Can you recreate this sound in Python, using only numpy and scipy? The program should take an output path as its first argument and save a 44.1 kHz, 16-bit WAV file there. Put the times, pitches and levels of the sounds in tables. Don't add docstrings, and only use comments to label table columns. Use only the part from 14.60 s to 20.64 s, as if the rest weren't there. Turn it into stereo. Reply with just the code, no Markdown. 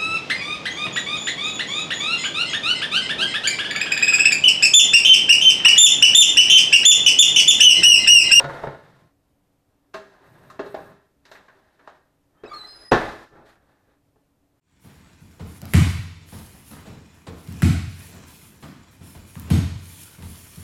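import sys
import numpy as np
from scipy import signal
from scipy.fft import rfft, irfft
from scipy.io import wavfile
from scipy.ndimage import uniform_filter1d

SR = 44100
rng = np.random.default_rng(int(sys.argv[2]) if len(sys.argv) > 2 else 0)


def to_wav(sig):
    pcm = np.clip(np.atleast_2d(sig), -1, 1) * 32767
    pcm = np.round(pcm).astype(np.int16)
    wavfile.write(sys.argv[1], SR, pcm.T)


N = 266220
TIME = np.arange(N) / SR

# t/s at full pull, level/dB
TUGS = [(.34, -76), (.94, -54.5), (1.78, -55), (2.17, -51.5), (2.93, -46.5), (3.42, -47), (3.66, -52),
        (4.522, -54), (4.84, -46.5), (5.33, -49.5), (5.709, -49.5), (6.0, -52)]
# t/s, rise/s, time until the fade/s, level/dB
SLIDES = [(0.185, 0.074, 0.055, -55), (0.572, 0.052, 0.27, -69.5), (0.827, 0.07, 0.13, -56),
          (1.049, 0.076, 0.27, -51.5), (1.634, 0.097, 0.19, -51.5), (1.84, 0.041, 0.16, -57),
          (2.033, 0.043, 0.088, -51.5), (2.47, 0.086, 0.34, -70), (2.72, 0.11, 0.42, -58),
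          (3.186, 0.33, 0.28, -50), (3.654, 0.028, 0.22, -54), (4, 0.018, 0.044, -59),
          (4.3, .02, 0.03, -62), (4.401, .085, 0.1, -52), (4.624, 0.08, 0.14, -54),
          (5.114, 0.27, 0.32, -47), (5.412, 0.058, 0.16, -57), (5.609, 0.049, 0.48, -50)]
# t/s, level/dB, tilt/(dB per octave)
SNAPS = [(1.0175, -15, -0.5), (1.055, -16.5, 0), (1.6888, -26, -4), (2.875, -22, -1), (2.9245, -20.5, 0.5),
         (4.7552, -23, -7), (4.7978, -16, 9), (5.6246, -23, -2)]
# t/s, thump/dB, thump cutoff/Hz, skin pat/dB
STEPS = [(.236, -46, 200, -22.5), (0.452, -70, 244, -48), (.609, -39.5, 225, -48), (.798, -28, 208, -21),
         (1.018, -30, 244, -18.5), (1.716, -29.5, 217, -19), (1.932, -45, 171, -29.5),
         (2.104, -39.5, 169, -20), (2.265, -37.5, 177, -22.5), (2.32, -37.5, 115, -45),
         (2.672, -32.5, 212, -19.5), (2.876, -27, 325, -25.5), (2.94, -32, 200, -30),
         (3.531, -40, 298.5, -24.5), (3.62, -50, 300, -31), (3.819, -53, 400, -41), (3.921, -72, 400, -36),
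         (4.027, -40.5, 260, -18), (4.401, -38, 295, -27), (4.548, -36.5, 200, -26.5),
         (4.756, -28.5, 248, -22), (4.866, -31, 200, -21.5), (5.575, -36, 228, -24.5),
         (5.622, -30, 177, -30), (5.968, -33.5, 265, -28)]
# t/s, press-in/s, knock/dB, skin smack/dB, floor push/dB
HEELS = [(.792, 0.0081, -4.5, -10, -48), (1.718, 0.041, -8, -8, -54), (2.252, 0.015, -3.5, -9, -54),
         (2.665, 0.0069, 0, -5, -52), (3.551, .008, -18, -21, -63), (4.021, 0.0098, -10.5, -7.5, -67),
         (4.549, 0.0025, -10.5, -14.5, -50), (5.619, 0.0072, -14, -9.5, -49)]
# t/s, boom/dB, slap/dB, crack/dB, air clap/dB, clap f/Hz, boom lift at 300 Hz/dB, knock/dB
STAMPS = [(1.136, -6.5, -3.5, -4, 0, 2010, -9, 4), (3.0207, -9.5, -6, -7.5, -6, 1650, 2, -3),
          (4.9022, -10.5, -7.5, -15, -16.5, 2900, -0.5, 5.5)]

# f/Hz, t60/s
HALL_DECAY = [(60, 0.88), (250, 0.88), (480, 0.47), (720, 0.59), (1100, 0.79), (2200, 0.83), (4500, 1),
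              (8000, 0.63), (12000, 0.56), (16000, 0.39)]
# f/Hz, correlation (-1 to 1)
STEREO_LIKENESS = [(60, 0.83), (150, 0.99), (290, 0.64), (640, 0.056), (1400, 0.078), (16000, 0.022)]
# f/Hz, level/dB, t60/s
LOW_MODES = [(71.7, -16.5, .75), (75, -14, .68), (78.3, -5.7, .41), (89, -1.8, .76), (103.7, -7.5, .41),
             (107.4, -18.2, .99), (124, -8.7, .4), (135.4, 1.2, .51), (135.7, 3.9, .39), (158.4, -23, 1.4),
             (169.4, 8.6, .37), (169.7, 11.4, .29), (202.2, -21.3, .42), (206.4, -14.9, .64),
             (214.4, -7.5, .33), (228.4, -15, .5), (250.8, -10.9, .44), (256.1, -19.9, .55),
             (285.5, -12.1, .25), (290.7, -17, .52), (320, -30, .46), (329.6, -14, .11),
             (337.2, -21.5, .32), (351.8, -25, .53)]
# f/Hz, width/Hz, level/dB
UPPER_RINGS = [(452, 21, 10), (673, 61, 5), (1440, 120, -1), (2000, 43, -7), (2218, 100, 5),
               (2450, 32, 1.5), (3070, 70, 0), (3610, 38, 5)]
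# delay/s, level/dB, f/Hz
REBOUNDS = [(.0519, -11, 302), (.0821, -1, 142), (.134, -18, 274), (.2609, -13.5, 100)]
# delay/s, level/dB, left channel lag/s
POP_PATHS = [(0, 0, 0), (.0031, -6, .0002), (.0068, -3, -.0001), (.0105, -8, -.0003), (.015, -5, .0003)]

# f/Hz, level/dB
MURMUR_EQ = [(20, -41), (40, -10), (80, 0), (160, -9.5), (300, -11.5), (600, -24.5), (2000, -31),
             (8000, -51), (16000, -53)]
RUSTLE_EQ = [(30, -16), (150, 10), (300, 6), (550, -3.5), (900, 2), (1400, 1), (2500, 0), (4500, -6.5),
             (8000, -6), (16000, -84)]
SLIDE_EQ = [(100, -29), (1500, -10.5), (3500, -0.5), (5500, -3.5), (7800, -2.5), (11000, 3.5),
            (15000, -6.5), (16500, -2)]
SNAP_EQ = [(100, -39), (1000, -1.5), (4000, -3), (8000, -6.5), (12000, -1), (16000, -11)]
PAT_EQ = [(30, -2), (150, 21), (400, 12.5), (750, 8.5), (1300, 6), (2500, -2), (5000, -6.5), (10000, -20),
          (16000, -16)]
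KNOCK_EQ = [(30, -17), (100, -14), (270, 6.5), (460, 9), (680, 3), (950, -1), (1400, -15), (4200, -40),
            (16000, -49)]
SMACK_EQ = [(100, -23), (500, -12), (900, 6), (1800, 2), (4300, -2), (5500, -13), (8000, -7), (16000, -35)]
SLAP_EQ = [(25, -40), (39, 9), (48, 5), (62, 0), (150, 5.5), (330, 7.5), (480, -2), (620, -2), (1000, -3),
           (2200, -5.5), (3500, -6), (5500, -8.5), (7800, -6.5), (12000, -11.5), (16000, -26)]
CRACK_EQ = [(100, -4), (700, -6), (1700, -1), (3200, -1), (5000, -11), (8000, -20), (11000, 3.5),
            (16000, -17)]


def amp(db):
    return 10 ** (np.asarray(db) / 20)


def unit(x):
    return x / np.sqrt(np.mean(x ** 2) + 1e-20)


def curve_at(points, hz):
    f, value = np.transpose(points)
    return np.interp(np.log(hz + 1), np.log(f + 1), value)


def add(mix, s, sound):
    part = mix[:, max(round(s * SR), 0):][:, :sound.shape[1]]
    part += sound[:, :part.shape[1]]


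def eq(x, points, size=4096):
    log_gain = np.log(amp(curve_at(points, abs(np.fft.fftfreq(size, 1 / SR)))))
    spectrum = np.exp(np.conj(signal.hilbert(log_gain)))
    taps = np.fft.ifft(spectrum).real[:size // 2]
    return signal.oaconvolve(x, taps[None], axes=1)[:, :x.shape[1]]


def stereo_field(x):
    likeness = curve_at(STEREO_LIKENESS, np.fft.rfftfreq(x.shape[1], 1 / SR))
    angle = np.arccos(np.clip(likeness, -1, 1)) / 2
    mid, side = rfft(x)
    return irfft(mid * np.cos(angle) + np.array([[1], [-1]]) * side * np.sin(angle), x.shape[1])


def murmur(db=-55):
    noise = stereo_field(rng.standard_normal((2, N)))
    return amp(db) * unit(eq(noise, MURMUR_EQ))


def hall(build_s=0.05, early_db=-3.5):
    t = np.arange(SR) / SR
    density = np.minimum(0.045 + (t / build_s / 2) ** 2, 1)
    taps = rng.choice([-1, 1], (2, SR)) * (rng.random((2, SR)) < density) / np.sqrt(density)
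    hz, age, bands = signal.stft(stereo_field(taps), SR, nperseg=256)
    decay = amp(-60 * age / curve_at(HALL_DECAY, hz)[:, None])
    tail = signal.istft(bands * decay, SR, nperseg=256)[1][:, :SR]
    tail *= amp(early_db * np.exp(-(t / build_s) ** 2))
    return tail / np.sqrt(np.sum(tail ** 2) / 2)


def resonance(x, hz, width_hz):
    return signal.lfilter(*signal.iirpeak(hz, hz / width_hz, SR), x)


def ringed(x, ring_db):
    return x + sum(amp(db + ring_db) * resonance(x, hz, width) for hz, width, db in UPPER_RINGS)


def spot(hz):
    return np.cos(2 * np.pi * (hz / 90 + rng.random()))


def low_modes(spread=0.13, pan_db=1.12, delay_s=0.004, lag_s=0.00014):
    hz, db, t60 = np.transpose(LOW_MODES)[:, :, None]
    side = np.array([-1, 1])[:, None, None]
    t = np.maximum(np.arange(SR) / SR - delay_s + side * lag_s, 0)
    imbalance = spread * (hz / 200) ** 3 * spot(hz)
    polarity = (-1) ** np.arange(len(hz))[:, None]
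    envelope = amp(db + side * pan_db - 60 * t / t60)
    return polarity * (1 + side * imbalance) * envelope * np.sin(2 * np.pi * hz * t)


def contact(decay_s, channels=2):
    t = np.arange(SR // 25) / SR
    burst = rng.standard_normal((channels, len(t))) * np.exp(-t / decay_s)
    return burst / np.linalg.norm(burst, axis=1, keepdims=True)


def ripple(depth):
    taps = depth * contact(0.004, channels=1)
    taps[0, 0] += 1
    return taps


def friction(points, slips_per_s, size_db, clump_db, wet, ring_db, folds_db=2.2):
    drift = unit(uniform_filter1d(rng.standard_normal(N), 900))
    clumps = amp(clump_db * np.minimum(drift, 1.6))
    sizes = amp(size_db * np.minimum(rng.exponential(1, (2, N)), 4))
    slips = (rng.random((2, N)) < slips_per_s / SR) * rng.standard_normal((2, N)) * sizes
    rub = stereo_field(unit(slips * clumps) + wet * rng.standard_normal((2, N)))
    bands = signal.stft(rub, nperseg=1024)[2]
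    folds = uniform_filter1d(rng.standard_normal(bands.shape[1:]), size=6, axis=0)
    folds = unit(uniform_filter1d(folds, size=7, axis=1))
    rub = signal.istft(bands * amp(folds_db * folds), nperseg=1024)[1][:, :N]
    near_walls = signal.oaconvolve(eq(rub, points), ripple(depth=0.3), axes=1)[:, :N]
    return unit(ringed(near_walls, ring_db))


def stroke(start_s, rise_s, length_s, fade_db_per_s):
    t = TIME - start_s
    swell = np.sin(np.pi / 2 * np.clip(t / rise_s, 0, 1)) ** 2
    return swell * amp(-fade_db_per_s * np.maximum(t - length_s, 0))


def jackets(gain_db=-2, rest_db=-54, rise_s=0.15, fade_db_per_s=55):
    rustle = friction(RUSTLE_EQ, slips_per_s=1800, size_db=-1.5, clump_db=3.5, wet=1.3, ring_db=-14)
    power = sum((amp(db) * stroke(s - rise_s, rise_s, 2 * rise_s, fade_db_per_s)) ** 2
                for s, db in TUGS)
    return amp(gain_db) * rustle * np.sqrt(amp(rest_db) ** 2 + power)


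def slides(gain_db=5, rest_db=-74, fade_db_per_s=94):
    hiss = friction(SLIDE_EQ, slips_per_s=6900, size_db=3, clump_db=3, wet=1.33, ring_db=-23)
    power = sum((amp(db) * stroke(s, rise_s, length_s, fade_db_per_s)) ** 2
                for s, rise_s, length_s, db in SLIDES)
    return amp(gain_db) * hiss * np.sqrt(amp(rest_db) ** 2 + power)


def snaps(gain_db=4, room_db=-6, click_db=-7, fray_db=-2, pivot_hz=7000):
    out = np.zeros((2, N))
    for s, db, tilt in SNAPS:
        snap = amp(room_db) * hall()
        add(snap, 0, amp(fray_db) * contact(0.0009))
        snap[:, 0] += amp(click_db)
        tilted_eq = [(hz, level_db + tilt * np.log2(hz / pivot_hz)) for hz, level_db in SNAP_EQ]
        add(out, s, amp(db + gain_db) * eq(snap, tilted_eq))
    return out


def press_in(sound, rise_s):
    t = np.arange(sound.shape[1]) / SR
    return sound * np.sin(np.pi / 2 * np.clip(t / rise_s, 0, 1)) ** 2


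def sole(direct):
    uneven = ripple(depth=0.33)
    sound = hall()
    add(sound, 0, direct * contact(0.0011))
    return signal.oaconvolve(sound, uneven / np.linalg.norm(uneven), axes=1)


def steps(pat_gain_db=12, low_cut_hz=100, settle_s=0.062, settle_cutoff_hz=133, roll_cycles=4.34):
    out = np.zeros((2, N))
    mode_hz, modes = np.transpose(LOW_MODES)[0], low_modes()
    for s, thump_db, touch_cutoff_hz, pat_db in STEPS:
        for delay_s, cutoff_hz in ((0, touch_cutoff_hz), (settle_s, settle_cutoff_hz)):
            weights = amp(2 * spot(mode_hz)) / np.sqrt(1 + (mode_hz / cutoff_hz) ** 4)
            weights *= mode_hz / np.hypot(mode_hz, low_cut_hz)
            thump = press_in(weights @ modes, roll_cycles / cutoff_hz)
            add(out, s + delay_s, amp(thump_db) * thump)
        pat = press_in(eq(sole(direct=0.19), PAT_EQ), rise_s=0.011)
        add(out, s, amp(pat_db + pat_gain_db) * pat)
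    return out


def knock():
    sound = hall()
    add(sound, 0, contact(0.02))
    return ringed(eq(sound, KNOCK_EQ), ring_db=-8)


def heels(push_hz=44, push_delay_s=0.06, push_width_s=0.061):
    out = np.zeros((2, N))
    t = np.arange(SR) / SR - push_delay_s
    push = np.exp(-(t / push_width_s) ** 2) * np.sin(2 * np.pi * push_hz * t)
    for s, rise_s, knock_db, smack_db, push_db in HEELS:
        skin = np.zeros((2, SR))
        add(skin, 0, contact(0.03))
        landing = amp(knock_db) * knock() + amp(smack_db) * eq(skin, SMACK_EQ) + amp(push_db) * push
        add(out, s, press_in(landing, rise_s))
    return out


def rebounds(width_s=0.009):
    t = np.arange(SR) / SR
    echoes = sum(amp(db) * np.exp(-((t - s) / width_s) ** 2) * np.sin(2 * np.pi * hz * (t - s))
                 for s, db, hz in REBOUNDS)
    return echoes * amp([[-1], [1]])


def air_pop(hz, decay_s=0.00065):
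    t = np.arange(SR // 20) / SR
    out = np.zeros((2, len(t)))
    for delay_s, db, lag_s in POP_PATHS:
        age = np.maximum(t - delay_s - np.array([[lag_s], [0]]), 0)
        out += amp(db) * np.exp(-age / decay_s) * np.sin(2 * np.pi * hz * age)
    return out


def stamps(slap_gain_db=19, crack_gain_db=10, pop_gain_db=-7.5, pop_delay_s=0.000996,
           weight_delay_s=0.0016):
    out = np.zeros((2, N))
    mode_hz, modes = np.transpose(LOW_MODES)[0], low_modes()
    for s, boom_db, slap_db, crack_db, clap_db, clap_hz, lift_db, knock_db in STAMPS:
        slap = eq(sole(direct=0.028), SLAP_EQ) * amp([[0.4], [-0.4]])
        air_clap = amp(clap_db) * resonance(slap, clap_hz, width_hz=2700)
        add(out, s, amp(slap_db + slap_gain_db) * ringed(slap + air_clap, ring_db=-4))
        add(out, s, amp(crack_db + crack_gain_db) * eq(contact(0.002), CRACK_EQ))
        add(out, s, amp(knock_db) * knock())
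        add(out, s + pop_delay_s, amp(clap_db + pop_gain_db) * air_pop(clap_hz))
        boom = amp(lift_db * (mode_hz / 300) ** 3) @ modes
        add(out, s + weight_delay_s, amp(boom_db) * (boom + rebounds()))
    return out


def scene():
    return stamps() + steps() + snaps() + slides() + jackets() + murmur() + heels()


def record(dry, fade_s=0.42, cutoff_hz=16300):
    faded = dry * np.clip(TIME / fade_s, 0, 1) ** 1.04
    high_cut = signal.firwin(511, cutoff_hz, window=("kaiser", 9), fs=SR)
    return signal.oaconvolve(faded, high_cut[None], "same")


dry = scene()
out = record(dry)
to_wav(out)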